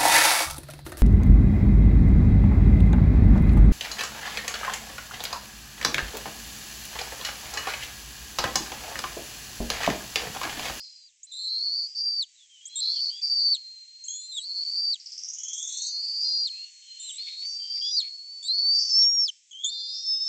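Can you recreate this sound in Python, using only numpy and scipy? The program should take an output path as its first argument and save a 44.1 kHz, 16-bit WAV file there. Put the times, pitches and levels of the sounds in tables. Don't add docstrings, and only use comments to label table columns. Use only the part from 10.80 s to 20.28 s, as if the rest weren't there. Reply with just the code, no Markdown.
import sys
import numpy as np
from scipy import signal
from scipy.fft import rfft, irfft, next_fast_len
from scipy.io import wavfile
from scipy.ndimage import uniform_filter1d, map_coordinates

SR = 44100
rng = np.random.default_rng(int(sys.argv[2]) if len(sys.argv) > 2 else 0)


def inscribe(sig):
    pcm = np.round(np.clip(np.atleast_2d(sig).T, -1, 1) * 32767)
    wavfile.write(sys.argv[1], SR, pcm.astype(np.int16))


N = 418068

# time in seconds, level in dB before the hiss gain.
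HISS_LEVELS = [(0, -67.5), (.36, -74), (.7, -70), (1.7, -69), (2.401, -65.5), (3.201, -69), (4.198, -65.5),
               (5.203, -65), (6.501, -64), (7.499, -70.5), (8.1, -63), (8.598, -71.5), (9.48, -70)]
# frequency in Hz, relative density in dB per Hz.
HISS_SPECTRUM = [(20, -25.5), (55, -16), (130, -35), (550, -43.5), (1000, -35), (1300, -37), (1700, -18.5),
                 (2200, -9), (3100, -5.5), (4500, -8.5), (6000, -0.5), (7600, 1), (8400, -14.5)]
# frequency in Hz, time to fall 60 dB in seconds.
WOOD_DECAY = [(2000, 0.27), (5000, 0.44), (9000, 0.071)]
# time in seconds, centre of the sweep in Hz.
TRILL_PITCH = [(4.2, 5070), (4.32, 5320), (4.44, 5720), (4.55, 6320), (4.85, 6440), (5.06, 6370)]
# peak time in seconds, level in dB,
# time from the peak down to 1/e in seconds.
SCUFFS = [(6.404, -56, 0.055), (6.487, -39.5, 0.017), (6.534, -52, 0.023), (6.642, -52, 0.022),
          (6.97, -51, 0.025), (7.254, -48, 0.036)]
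# frequency in Hz, relative density in dB per Hz.
STICK_SPECTRUM = [(500, -54), (950, -39.5), (1400, -35.5), (1900, -15), (2250, 3.5), (2800, -7),
                  (3600, 1.5), (8000, -23)]
# start in seconds, length in seconds, first pitch in Hz,
# last pitch in Hz, fundamental in dB, octave in dB, fade over the note in dB (negative grows).
YELPS = [ (0.43, 0.035, 3220, 4050, -74, -39, 11), (0.518, 0.17, 3650, 3800, -43.5, -45.5, 6),
         (1.853, 0.035, 3110, 4120, -65, -37, 9), (1.954, 0.056, 3686, 3830, -36.5, -30.5, 2),
         (3.238, 0.054, 3200, 3980, -80, -38, 11.5), (3.281, 0.26, 3245, 3740, -40.5, -29, 27.5),
         (3.517, 0.13, 3680, 3934, -43, -45, -1), (4.735, 0.36, 3665, 3800, -56, -42.5, 3),
         (6.196, 0.185, 3594, 3870, -50, -42, 1.5), (7.626, 0.061, 3460, 3950, -43, -44.5, -2.5),
         (8.709, 0.026, 3250, 3390, -44.5, -46.5, 4.5), (8.727, 0.13, 3010, 3460, -45, -60, -9),
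         (8.843, 0.063, 3303, 3680, -25, -25, 16.5), ]
# start in seconds, length in seconds, first pitch in Hz,
# last pitch in Hz, level in dB, trend in dB per second, attack in seconds, gap between the sides in Hz, rasp 0-1.
DUETS = [ (0.0, 0.29, 4635, 4380, -45.5, -65, 0.00067, 672, 0.76),
         (0.51, 0.57, 3910, 4575, -29.5, -2, 0.1, 210, 0.23),
         (2.0, 0.32, 4077, 4540, -31, 5.5, 0.0049, 203.1, 0.52),
         (3.6, 0.42, 4230, 4623, -37, 14.5, 0.026, 203, 0.25),
         (4.57, 0.35, 3074, 3500, -42.5, 3, 0.11, 201, 0.08),
         (4.88, 0.24, 3485, 3880, -45.5, -10.5, 0.012, 297, 0.06),
         (4.89, 0.63, 4116, 4786, -34.5, 4, 0.09, 265, 0.27),
         (8.92, 0.71, 4150, 4650, -37, -29.5, 0.02, 270, 0.18), ]
# start in seconds, length in seconds, first pitch in Hz, last pitch in Hz,
# mid-note level in dB, rasp 0-1.
SHORT_GLIDES = [ (0.467, 0.12, 4060, 4030, -51, 0.34), (1.05, 0.1, 4920, 4820, -42.5, 0.55),
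                (1.146, 0.08, 4650, 4594, -31.5, 0.63), (1.548, 0.12, 4050, 3270, -58.5, 0.7),
                (1.691, 0.14, 3250, 2950, -56, 0.45), (1.807, 0.41, 3200, 3490, -49.5, 0.38),
                (1.893, 0.15, 4070, 4250, -46.5, 0.25), (2.124, 0.084, 3650, 3030, -48.5, 0.8),
                (2.296, 0.12, 3020, 3490, -46.5, 0.5), (2.266, 0.14, 4580, 4760, -37, 0.27),
                (2.354, 0.13, 2850, 2286, -63.5, 0.4), (3.562, 0.038, 3800, 3225, -30.5, 0.17),
                (5.722, 0.18, 2520, 2850, -57, 1), (6.019, 0.42, 3130, 2913, -55.5, 1),
                (6.08, 0.12, 4150, 4240, -43, 0.11), (6.286, 0.035, 3950, 2910, -39.5, 0.44),
                (6.33, 0.32, 3500, 3850, -48, 1), (6.653, 0.13, 6010, 5500, -44, 0.68),
                (6.798, 0.15, 3150, 3170, -47, 0.37), (6.893, 0.27, 5200, 5390, -46, 0.5),
                (7.011, 0.11, 3180, 3530, -37, 0.47), (7.051, 0.13, 5450, 5950, -39, 0.2),
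                (7.104, 0.15, 3850, 4190, -42.5, 0.5), (7.931, 0.26, 5350, 6300, -43, 0.1),
                (7.925, 0.18, 5250, 5400, -36, 1), (8.236, 0.05, 2730, 2980, -56.5, 0.82),
                (8.477, 0.028, 3654, 2990, -30, 0.29), (9.123, 0.12, 5200, 5660, -38, 0.33),
                (9.301, 0.24, 3080, 2750, -70, 0.74), ]
# start in seconds, length in seconds, first pitch in Hz, last pitch in Hz,
# first level in dB, last level in dB, midway dip in dB, rasp 0-1, final droop in Hz, plunge in seconds.
WHINES = [ (2.585, 0.99, 4223, 4186, -33, -39.5, 11.5, 0.21, 624.5, 0.045),
          (5.441, 0.41, 4240, 4230, -32, -41, -0.5, 0.34, 0.5, 0),
          (5.83, 0.455, 4394, 4197, -43, -42, 11, 0.12, 199, 0.04),
          (7.165, 0.66, 4263, 4567, -30.5, -28, 13.5, 0.27, 1.5, 0),
          (8.836, 0.71, 3560, 3700, -30, -45.5, 7, 0.15, 4, 0.028), ]
# time in seconds, pitch in Hz, level in dB.
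SCREAM_CURVES = [
    [(6.38, 4050, -35.5), (6.43, 4410, -35.5), (6.552, 4230, -40.5), (6.65, 4550, -32.5),
     (6.808, 4690, -35.5), (6.942, 4690, -30.5), (7.134, 4884, -30), (7.184, 4690, -23)],
    [(7.68, 3980, -27.5), (7.72, 4210, -22), (7.746, 4360, -24.5), (7.95, 4640, -21), (8.186, 4580, -36),
     (8.215, 4530, -32)],
    [(7.99, 5220, -33.5), (8.006, 5140, -29.5), (8.068, 5230, -42.5), (8.106, 5481, -24.5),
     (8.114, 5190, -25), (8.192, 5464, -16), (8.348, 5605, -22.5), (8.436, 5430, -20), (8.456, 5219, -27.5)],
    [(8.89, 4220, -33.5), (8.946, 4750, -39), (9.19, 4990, -35), (9.222, 5070, -42), (9.262, 5310, -25),
     (9.388, 5160, -27.5), (9.475, 5344, -27.5)],
]
# register change in seconds, rasp before 0-1, rasp after 0-1,
# side tone pitch as a ratio, side tone level relative to the scream in dB.
SCREAM_VOICES = [(7.159, 0.32, 0.4, 1.15, -13.5), (7.97, 0.12, 0.5, 1.24, -34),
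                 (8.15, 0.5, 0.03, 1.178, -20.5), (9.2, 0.37, 0.12, 1.137, -26)]
# start in seconds, length in seconds, first pitch in Hz,
# sag in Hz per second, mid-cry level in dB, opening rasp 0-1.
CRIES = [ (0.0, 0.27, 5000, 903, -57, 0.16), (1.168, 0.2385, 4808, 950, -26.5, 0.38),
         (2.412, 0.3205, 4690, 450, -23.5, 0.45), (3.953, 0.172, 4724, 823, -27.5, 0.4),
         (5.403, 0.25, 4842, 456, -28, 0.65), ]

TRILL_START_S, TRILL_COUNT = 4.1987, 18
TRILL_SLOW_S, TRILL_FAST_S, TRILL_HURRY = 0.0602, 0.048, 3.4
TRILL_DB, TRILL_SWELL_DB, TRILL_SWELL_S = -26.5, 12.5, 0.16
EDGE_DB = 21
DUET_RELEASE_S = 0.015
EASE = 1.45
TAPER_DB = 7
DROOP_S = 0.031
REGISTER_S = 0.048
CRY_ATTACK_S, CRY_SWELL_DB, CRY_CLEAR_S = 0.0093, 4.5, 0.24
DROP_S = 0.046
DROP_TO_HZ, DROP_FADE_DB, DROP_RASP = 2850, 30.5, 0.95
TOP_HZ = 8750


def amp(db):
    return 10 ** (np.asarray(db) / 20)


def unit(x):
    return x / np.sqrt(np.mean(np.abs(x) ** 2) + 1e-20)


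def along(points, hz):
    f, v = np.transpose(points)
    return np.interp(np.log(hz + 1), np.log(f + 1), v)


def filtered(x, response):
    m = next_fast_len(N + 8192)
    return irfft(rfft(x, m) * response(np.fft.rfftfreq(m, 1 / SR)), m)[:N]


def noise(spectrum):
    return unit(filtered(rng.standard_normal(N), lambda hz: amp(along(spectrum, hz))))


def wobble(rate, n):
    return map_coordinates(rng.standard_normal(int(n * rate / SR) + 4), [np.arange(n) * rate / SR])


def add(out, s, sound):
    part = out[max(round(s * SR), 0):][:len(sound)]
    part += sound[:len(part)]


def foliage(level_db=10):
    db = np.interp(np.arange(N) / SR, *np.transpose(HISS_LEVELS))
    drift_db = 0.9 * wobble(9, N)
    return amp(level_db + db + drift_db) * noise(HISS_SPECTRUM)


def echo(x, delay=0.0027):
    hz, t, z = signal.stft(rng.standard_normal(SR // 2), SR, nperseg=256)
    decay = amp(-60 * t / along(WOOD_DECAY, hz)[:, None])
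    tail = signal.istft(z * decay, SR, nperseg=256)[1]
    tail = np.pad(tail / np.linalg.norm(tail), (round(delay * SR), 0))
    return signal.fftconvolve(x, tail)[:N]


def syllables():
    slowness = 1 / (1 + (np.arange(TRILL_COUNT - 1) / TRILL_HURRY) ** 4)
    gaps = TRILL_FAST_S + (TRILL_SLOW_S - TRILL_FAST_S) * slowness
    t = np.append(0, np.cumsum(gaps))
    return zip(TRILL_START_S + t, TRILL_DB - TRILL_SWELL_DB * np.exp(-t / TRILL_SWELL_S))


def songbird(half_sweep_hz=1836, half_length=0.0065, scatter_s=0.007, scatter_db=-3, wet_db=-0.5):
    out = np.zeros(N)
    u = np.linspace(-1, 1, round(2 * half_length * SR))
    swell = np.cos(np.pi / 2 * u) ** 4
    t = np.arange(SR // 40) / SR
    for s, db in syllables():
        hz = np.interp(s, *np.transpose(TRILL_PITCH)) - half_sweep_hz * u
        sweep = swell * np.sin(2 * np.pi * np.cumsum(hz) / SR)
        leaves = rng.standard_normal(len(t)) * np.exp(-t / scatter_s)
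        paths = (t == 0) + amp(scatter_db) * leaves / np.linalg.norm(leaves)
        add(out, s - half_length + 0.003, amp(db) * signal.fftconvolve(sweep, paths))
    return out + amp(wet_db) * echo(out)


def scuffs(grain_db=4):
    t = np.arange(N) / SR
    strokes = sum(amp(db) * np.exp(-((t - s) / length) ** 2) for s, db, length in SCUFFS)
    grain = amp(grain_db * wobble(300, N))
    return strokes * unit(noise(STICK_SPECTRUM) * grain)


def clock(length):
    t = np.arange(round(length * SR)) / SR
    return t, t / length


def gate(n):
    t = np.arange(n) / SR
    return np.sin(np.pi / 2 * np.clip(np.minimum(t, t[-1] - t) / 0.004, 0, 1)) ** 2


def glide(first, last, u):
    return last + (first - last) * (1 - u) ** EASE


def membrane(hz, rasp, waver, jitter, flutter_db, shimmer_db=7):
    n = len(hz)
    pitch = hz * (1 + waver * wobble(110, n) + jitter * rasp * wobble(650, n))
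    drive = amp(flutter_db * wobble(45, n) + shimmer_db * rasp * wobble(380, n))
    strength = np.sqrt(2) * np.tanh(drive) / np.tanh(1)
    return 2 * np.pi * np.cumsum(pitch) / SR, strength


def screech(phase, rasp, near_db, side_db, near_hz=330, side_hz=360, above_hz=720, step_db=-11):
    n = len(phase)

    def grit(rate):
        return wobble(rate, n) + 0.6 * wobble(3 * rate, n)

    def band(rate, p):
        return grit(rate) * np.cos(p) + grit(rate) * np.sin(p)

    flap = 2 * np.pi * np.cumsum(above_hz * (1 + 0.18 * wobble(90, n))) / SR
    sides = band(side_hz, phase + flap) + amp(step_db) * band(side_hz, phase + 2 * flap)
    return rasp * (amp(near_db) * band(near_hz, phase) + amp(side_db) * sides)


def octave(phase, hz):
    return np.sin(2 * phase) / (1 + (hz / 3950) ** 60)


def yelps(rasp=0.29, other_ratio=1.109, other_db=-12):
    out = np.zeros(N)
    for start, length, first, last, db, octave_db, fade_db in YELPS:
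        _, u = clock(length)
        hz = first + (last - first) * u
        phase, strength = membrane(hz, rasp, waver=0.004, jitter=0.035, flutter_db=4.5, shimmer_db=19)
        other, other_strength = membrane(hz * other_ratio, rasp, waver=0.004, jitter=0.04,
                                         flutter_db=4, shimmer_db=25)
        fundamental = strength * np.sin(phase)
        octaves = strength * np.sin(2 * phase) + amp(other_db) * other_strength * np.sin(2 * other)
        voice = amp(db) * fundamental + amp(octave_db) * octaves
        add(out, start, gate(len(u)) * amp(-fade_db * u) * voice)
    return out


def two_voiced(upper_db=-1, octave_db=-22, coupled_db=-18, wander_hz=45, gap_wander=0.19, waver=0.009):
    out = np.zeros(N)
    for start, length, first, last, held_db, trend, attack, apart, rasp in DUETS:
        t, u = clock(length)
        hz = glide(first, last, u) + wander_hz * wobble(18, len(t))
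        gap = apart * (1 + gap_wander * wobble(11, len(t)))
        edges = np.exp(-t / attack) + np.exp((t - length) / DUET_RELEASE_S)
        db = held_db + trend * t - EDGE_DB * edges
        low, low_strength = membrane(hz - gap / 2, rasp, waver, jitter=0.03, flutter_db=4)
        high, high_strength = membrane(hz + gap / 2, rasp, waver, jitter=0.025, flutter_db=1)
        lower = low_strength * (np.sin(low) + amp(octave_db) * octave(low, hz))
        upper = amp(upper_db) * high_strength * np.sin(high)
        coupled = amp(coupled_db) * (np.sin(2 * high - low) + 0.5 * np.sin(2 * low - high))
        rough = screech(high, rasp, near_db=1, side_db=-10.5)
        add(out, start, gate(len(t)) * amp(db) * (lower + upper + coupled + rough))
    return out


def with_drop(hz, db, rasp, length):
    _, u = clock(length)
    return (np.append(hz, hz[-1] + (DROP_TO_HZ - hz[-1]) * u),
            np.append(db, db[-1] - DROP_FADE_DB * u ** 1.72),
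            np.append(rasp, rasp[-1] + (DROP_RASP - rasp[-1]) * u))


def short_glides():
    notes = []
    for start, length, first, last, db, rasp in SHORT_GLIDES:
        _, u = clock(length)
        notes.append((start, glide(first, last, u), db - TAPER_DB * (2 * u - 1) ** 2, rasp))
    return notes


def whines(wander_hz=30):
    notes = []
    for start, length, first, last, first_db, last_db, dip_db, rasp, droop, plunge in WHINES:
        t, u = clock(length)
        sinking = droop * np.exp((t - length) / DROOP_S)
        hz = glide(first, last, u) + wander_hz * wobble(31, len(t)) - sinking
        level = first_db + (last_db - first_db) * u - dip_db * np.sin(np.pi * u)
        notes.append((start, *with_drop(hz, level, np.full(len(t), rasp), plunge)))
    return notes


def screams():
    notes = []
    for curve, (change, before, after, ratio, side_db) in zip(SCREAM_CURVES, SCREAM_VOICES):
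        s, pitch, level = np.transpose(curve)
        t = s[0] + clock(s[-1] - s[0])[0]
        register = (1 + np.tanh((t - change) / REGISTER_S)) / 2
        hz = np.interp(t, s, pitch)
        db = np.interp(t, s, level)
        rasp = before + (after - before) * register
        side_level = db + side_db - EDGE_DB * (1 - register)
        notes.append((s[0], *with_drop(hz, db, rasp, DROP_S)))
        notes.append((s[0], *with_drop(hz * ratio, side_level, rasp, DROP_S)))
    return notes


def cries():
    notes = []
    for start, length, hz, sag, db, rasp in CRIES:
        t, u = clock(length)
        level = db + CRY_SWELL_DB * (u - 0.5) - EDGE_DB * np.exp(-t / CRY_ATTACK_S)
        clearing = rasp * np.exp(-t / CRY_CLEAR_S)
        notes.append((start, *with_drop(hz - sag * t, level, clearing, DROP_S)))
    return notes


def whistles(octave_db=-19, drop_db=10, drop_hz_per_s=25000):
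    out = np.zeros(N)
    for start, hz, db, rasp in cries() + whines() + screams() + short_glides():
        fall = -uniform_filter1d(np.gradient(hz), size=200) * SR
        dropping = np.clip(fall / drop_hz_per_s, 0, 1)
        phase, strength = membrane(hz, rasp, waver=0.0022, jitter=0.028, flutter_db=3.5, shimmer_db=16)
        overtone = amp(octave_db + drop_db * dropping) * octave(phase, hz)
        tone = strength * (np.sin(phase) + overtone)
        rough = screech(phase, rasp, near_db=-6, side_db=-9.5)
        add(out, start, gate(len(hz)) * amp(db) * (tone + rough))
    return out


def scene():
    nest = whistles() + two_voiced() + yelps() + scuffs()
    return (nest + amp(-31) * echo(nest) + songbird() + foliage())[None]


def record(dry):
    return filtered(dry[0], lambda hz: 1 / np.sqrt(1 + (hz / TOP_HZ) ** 160))[None]


dry = scene()
out = record(dry)
inscribe(out)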